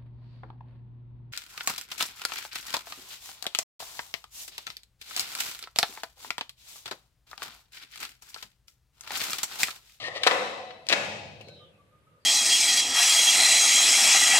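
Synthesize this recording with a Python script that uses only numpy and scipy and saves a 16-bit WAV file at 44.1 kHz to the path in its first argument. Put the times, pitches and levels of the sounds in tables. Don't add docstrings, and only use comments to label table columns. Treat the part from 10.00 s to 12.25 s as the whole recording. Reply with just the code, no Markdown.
import sys
import numpy as np
from scipy import signal
from scipy.fft import rfft, irfft
from scipy.io import wavfile
from scipy.ndimage import uniform_filter1d

SR = 44100
rng = np.random.default_rng(int(sys.argv[2]) if len(sys.argv) > 2 else 0)


def generate_wav(sig):
    pcm = np.round(np.clip(np.atleast_2d(sig).T, -1, 1) * 32767).astype(np.int16)
    wavfile.write(sys.argv[1], SR, pcm)


N = 99225
T = np.arange(N) / SR
FFT_SIZE = 2 ** 17
HZ = np.maximum(np.arange(FFT_SIZE // 2 + 1) * SR / FFT_SIZE, 1)


def from_db(db):
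    return 10 ** (np.asarray(db) / 20)


def unit_rms(x):
    return x / np.sqrt(np.mean(np.abs(x) ** 2) + 1e-20)


def at_hz(points, hz=HZ):
    freqs, values = np.transpose(points)
    return np.interp(np.log(hz), np.log(freqs), values)


def boosts(modes):
    return 1 + sum((from_db(db) - 1) / (1 + (2 * (HZ - hz) / width) ** 2) for hz, width, db in modes)


def panned(points):
    return from_db(at_hz(points) * np.array([[.5], [-.5]]))


def eq(x, gain):
    cepstrum = irfft(np.log(gain + 1e-9))
    size = cepstrum.shape[-1]
    cepstrum[..., 1:size // 2] *= 2
    cepstrum[..., size // 2 + 1:] = 0
    return irfft(rfft(x, size) * np.exp(rfft(cepstrum)), size)[..., :N]


def whiten(burst):
    power = uniform_filter1d(np.abs(rfft(burst)) ** 2, size=7)
    return eq(burst, np.sqrt(power.mean() / power))


def add(out, s, sound):
    start = int(s * SR)
    part = sound[..., :max(N - start, 0)]
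    out[..., start:start + part.shape[-1]] += part


def note(length, start_hz, end_hz, db, rough):
    progress = np.linspace(0, 1, int(length * SR))
    jitter = unit_rms(uniform_filter1d(rng.standard_normal(N), size=60))[:len(progress)]
    hz = (start_hz + (end_hz - start_hz) * progress) * (1 + rough * jitter)
    return from_db(db) * np.sin(np.pi * progress) * np.sin(2 * np.pi * np.cumsum(hz) / SR)


# f/Hz, left-right correlation
ROOM_CORRELATION = [(300, 0.83), (600, 0.68), (1200, 0), (12000, 0.077)]


def diffuse_noise():
    mid, side = rfft(rng.standard_normal((2, FFT_SIZE)))
    alike = at_hz(ROOM_CORRELATION)
    return irfft(np.sqrt((1 + alike) / 2) * mid + np.sqrt((1 - alike) / 2) * side * [[1], [-1]])[:, :N]


# f/Hz, gain/dB
AIR_EQ = [(25, -27), (97, -6), (200, -20.5), (420, -15.5), (520, -7.5), (680, -19.5), (1400, -15.5),
          (3000, -21), (5500, -31), (10000, -31), (15000, -40)]
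RUMBLE_EQ = [(30, -41.5), (70, -22.5), (97, 2.5), (125, -6), (152, -2.5), (230, -17), (3000, -91.5)]
# t/s, level/dB
RUMBLE_RIDE = [(0, -56.5), (.8, -68.5), (1.05, -52), (1.3, -51.5), (1.55, -56), (1.8, -70.5), (2.0, -67.5),
               (2.13, -63), (2.25, -78.5)]


def background(air_db=-61):
    air = unit_rms(eq(diffuse_noise(), from_db(at_hz(AIR_EQ))))
    rumble = unit_rms(eq(diffuse_noise(), from_db(at_hz(RUMBLE_EQ))))
    return from_db(air_db) * air + rumble * from_db(np.interp(T, *np.transpose(RUMBLE_RIDE)))


# t/s, length/s, start f/Hz, end f/Hz, level/dB
BIRD_WHISTLES = [(1.40, .27, 4280, 3750, -52), (1.53, .19, 3200, 3000, -56), (1.57, .18, 3700, 3300, -59),
                 (1.70, .12, 2750, 2420, -62), (1.45, .22, 5600, 5000, -67), (2.19, .12, 5000, 4100, -65)]
# t/s, length/s, f/Hz, level/dB
BIRD_PIPES = [(1.474, .08, 1515, -55), (1.592, 0.068, 1211, -51.5), (1.78, 0.049, 1162, -54),
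              (1.905, 0.095, 1224, -53.5), (2.065, 0.028, 1274, -52.5), (2.092, 0.13, 1230, -55)]


def birds():
    out = np.zeros((2, N))
    for side in out:
        for s, length, start_hz, end_hz, db in BIRD_WHISTLES:
            add(side, s, note(length, start_hz, end_hz, db, rough=.045))
        for s, length, hz, db in BIRD_PIPES:
            add(side, s, note(length, hz, hz, db, rough=.02))
    return out


# f/Hz, T60/s
ROOM_DECAY = [(100, 3.9), (260, 1.06), (700, 1.29), (1900, 0.99), (4800, 1.31), (8000, 0.89), (13000, 0.8)]
# f/Hz, gain/dB
ROOM_EQ = [(110, -6), (250, -1.5), (550, -2.5), (1100, -0.5), (2200, -4), (4200, -9.5), (8000, -2.5),
           (14000, -9)]
# f/Hz, width/Hz, boost/dB
ROOM_RESONANCES = [(200, 27, 10.5), (531, 14, 4), (696, 20, 4.5)]
# f/Hz, left over right/dB
ROOM_BALANCE = [(250, -0.5), (1100, 1.5), (2200, 7), (4500, 4), (8500, -4.5), (13000, -1)]


def room(x, build_s=0.013):
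    noise, tail = rfft(diffuse_noise(), FFT_SIZE), 0
    centres = np.geomspace(60, 15000, num=14)
    for hz, pick in zip(centres, np.eye(len(centres))):
        band = irfft(noise * np.interp(np.log(HZ), np.log(centres), pick))[:, :N]
        tail = tail + band * from_db(-60 * T / at_hz(ROOM_DECAY, hz))
    tail = tail * (1 - np.exp(-T / build_s))
    wet = signal.fftconvolve(x[None], unit_rms(tail) / np.sqrt(N), axes=1)[:, :N]
    return eq(wet, from_db(at_hz(ROOM_EQ)) * boosts(ROOM_RESONANCES) * panned(ROOM_BALANCE))


# f/Hz, gain/dB
METAL_MODES = [(1625, -23), (2000, -21.5), (2630, -21), (3950, -30)]


def mechanism(knocks, t60_s=1.25, detune=.009, partials=4):
    ring = 0
    for hz, db in METAL_MODES:
        pitches = hz * (1 + detune * rng.standard_normal(partials))
        cluster = np.sin(2 * np.pi * np.outer(pitches, T)).sum(axis=0)
        ring = ring + from_db(db) * unit_rms(cluster * from_db(-60 * T / t60_s)) / np.sqrt(N)
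    return signal.fftconvolve(knocks, ring)[:N]


# t/s, level/dB
CASE_BLOWS = [(.083, -27.5), (0.168, -32), (.2660, -11.5), (.3160, -23), (.9255, -30), (1.407, -40.5)]
# f/Hz, gain/dB, T60/s
CASE_RING = [(379, -18.5, 0.062), (507, -4, 0.07), (550.6, -13.5, 0.15), (645, -9, 0.058), (738, -9, 0.08),
             (1009, -12.5, 0.07), (1142, -16.5, 0.021)]


def case(band_hz=(270, 1445)):
    out, t = np.zeros(N), T[:SR // 2]
    ring = sum(from_db(db - 60 * t / t60) * np.cos(2 * np.pi * hz * t) for hz, db, t60 in CASE_RING)
    for s, db in CASE_BLOWS:
        add(out, s, from_db(db) * ring)
    return signal.sosfilt(signal.butter(2, band_hz, "band", fs=SR, output="sos"), out)


# t/s, level/dB
SLIDE_RIDE = [(0, -41.5), (.048, -37.5), (.085, -36.5), (.095, -54), (.145, -49.5), (.158, -36.5),
              (.18, -36), (.2, -51.5), (.23, -43.5), (.26, -60.5)]
# f/Hz, gain/dB
SLIDE_EQ = [(60, -37), (250, -9.5), (400, -6.5), (620, 4.5), (900, -5.5), (1250, 3.5), (1570, -18),
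            (1850, 5.5), (2300, 0), (4000, 0.5), (5500, -9.5), (14000, -34)]
# t/s, length/s, f/Hz, level/dB
SHELL_SQUEAKS = [(.036, .028, 1850, -32), (.062, 0.028, 1840, -33), (0.105, 0.022, 1900, -44),
                 (.148, .03, 1950, -44.5)]


def slide(slips_per_s=2500, spread_db=1):
    slipping = rng.random(N) < slips_per_s / SR
    strength = from_db(spread_db * np.minimum(rng.exponential(1, N), 4))
    slips = slipping * strength * rng.choice([-1, 1], N)
    pressure = from_db(np.interp(T, *np.transpose(SLIDE_RIDE), right=-np.inf))
    out = eq(unit_rms(slips) * pressure, unit_rms(from_db(at_hz(SLIDE_EQ))))
    for s, length, hz, db in SHELL_SQUEAKS:
        add(out, s, note(length, hz, hz, db, rough=.035))
    return out


RATTLE_T60_S = 0.036
# t/s, f/Hz, width/Hz, peak level/dB
PART_SNAPS = [(.158, 573, 246, -28), (0.2343, 3200, 1510, -15.5), (.8872, 4900, 2870, -16.5),
              (.9265, 2005, 1000, -11.5), (0.9306, 3440, 1500, -16), (1.411, 2730, 700, -40),
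              (1.469, 2250, 340, -62), (1.471, 384, 143, -43.5), (1.483, 2300, 303, -47),
              (1.488, 517, 157, -39.5)]


def small_parts(size=2048):
    out = np.zeros(N)
    for s, hz, width, db in PART_SNAPS:
        resonance = signal.iirpeak(hz, hz / width, fs=SR)
        burst = whiten(rng.standard_normal(size) * from_db(-60 * T[:size] / RATTLE_T60_S))
        click = signal.lfilter(*resonance, signal.lfilter(*resonance, burst))
        add(out, s, from_db(db) * click / np.abs(click).max())
    return out


def contacts(hits, colour, modes, attack=1.3, correlation=0.73, bass_hz=1000, treble_hz=5500, size=4096):
    out = np.zeros((2, N))
    lowpass = signal.butter(2, bass_hz, fs=SR)
    bandpass = signal.butter(2, [bass_hz, treble_hz], "band", fs=SR)
    highpass = signal.butter(2, treble_hz, "high", fs=SR)
    for s, db, bass_db, treble_db in hits:
        noise = rng.standard_normal((3, size))
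        rattle = np.sqrt(correlation) * noise[0] + np.sqrt(1 - correlation) * noise[1:]
        burst = rattle * from_db(-60 * T[:size] / RATTLE_T60_S)
        burst[:, 0] = attack
        burst = whiten(burst)
        bass = from_db(bass_db) * signal.lfilter(*lowpass, burst.mean(axis=0))
        mids = signal.lfilter(*bandpass, burst)
        treble = from_db(treble_db) * signal.lfilter(*highpass, burst)
        add(out, s, from_db(db) * (bass - mids + treble))
    return eq(out, unit_rms(from_db(at_hz(colour)) * boosts(modes)))


# t/s, level/dB, bass/dB, treble/dB
DOOR_HITS = [(.8675, -43, 4, 10), (.8872, -27, -10, -1), (.897, -21.5, -3, 1), (.9025, -21.5, 4.5, -1),
             (.912, -23.5, 5, -11), (.9185, -24, 8, -4), (.9250, -21, 2.5, -6), (.9268, -13, -5, -4),
             (.9325, -23, 3, -4.5), (.9355, -25, 13, -5), (1.411, -59, 6, 21.5), (1.485, -51.5, 6, 12)]
# f/Hz, gain/dB
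DOOR_EQ = [(50, -33.5), (260, -9), (400, -3), (560, 0), (780, -2.5), (1200, -7), (1900, -3.5), (2700, -1),
           (3900, -3), (7000, -13), (9000, -20), (14500, -25)]
# f/Hz, width/Hz, boost/dB
DOOR_RESONANCES = [(1888, 148, 3), (2560, 142, 7.4), (3795, 120, 2.5)]


def door():
    return contacts(DOOR_HITS, DOOR_EQ, DOOR_RESONANCES)


# t/s, level/dB, bass/dB, treble/dB
CASSETTE_HITS = [(.083, -38.5, -7, -12.5), (.2335, -23.5, -16.5, 4.5), (.2367, -23, -9.5, -0.5),
                 (.2525, -28.5, 2.5, -6.5), (.2598, -32.5, -0.5, 1.5), (.2658, -23, 10, 2),
                 (.2703, -12.5, 5.5, 2.5), (.2745, -19, -1, 3), (.2778, -19.5, 5, -5.5),
                 (.3116, -21, 6, -10), (.3168, -25, 4, -15.5), (.707, -37, 0.5, -19.5)]
# f/Hz, gain/dB
CASSETTE_EQ = [(50, -45), (130, -23), (270, -18.5), (470, -3.5), (800, -1.5), (2000, 5.5), (4100, 1),
               (6000, -8), (14500, -24)]
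# f/Hz, width/Hz, boost/dB
CASSETTE_RESONANCES = [(506, 40, 4.5), (745, 35, 7.5), (915, 70, 3), (1836, 90, 1.5), (3915, 150, 4.5)]


def cassette():
    return contacts(CASSETTE_HITS, CASSETTE_EQ, CASSETTE_RESONANCES)


def player():
    knocks = cassette()
    return knocks + door() + small_parts() + slide() + case(), knocks


# f/Hz, left over right/dB
PLAYER_BALANCE = [(550, 0), (1100, 4.5), (2200, 8), (4500, 10), (8500, 0), (13000, 1)]


def scene(right_lag_s=0.00012, bird_send_db=-4):
    front, knocks = player()
    back, _ = player()
    outside = birds()
    metal = [mechanism(side) for side in knocks]
    left, right = eq(front + metal, panned(PLAYER_BALANCE))
    right = irfft(rfft(right, FFT_SIZE) * np.exp(-2j * np.pi * HZ * right_lag_s))[:N]
    sends = [(face + from_db(bird_send_db) * outside).mean(axis=0) for face in (front, back)]
    reverb = sum(room(send) for send in sends) / np.sqrt(2)
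    return np.array([left, right]) + outside + reverb + background()


# f/Hz, level/dB in a 1 Hz band
SUPPRESSOR_THRESHOLD = [(300, -102), (750, -89), (1400, -76), (3000, -90.5), (7000, -100), (14000, -114)]


def suppress(x, depth_db=-9, size=1024):
    hz, _, frames = signal.stft(x, SR, nperseg=size, scaling="psd")
    power = 2 * np.mean(np.abs(frames) ** 2, axis=0)
    power = uniform_filter1d(power, size=7, axis=0)
    power = uniform_filter1d(power, size=3, axis=1)
    threshold = from_db(at_hz(SUPPRESSOR_THRESHOLD, hz + 1))[:, None] ** 2
    openness = power / (power + threshold)
    gated = frames * from_db(depth_db * (1 - openness))
    return signal.istft(gated, SR, nperseg=size, scaling="psd")[1][:, :N]


def record(dry):
    high_cut = signal.cheby2(14, 70, 16200, fs=SR, output="sos")
    return signal.sosfilt(high_cut, np.tanh(suppress(dry)))


dry = scene()
out = record(dry)
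generate_wav(out)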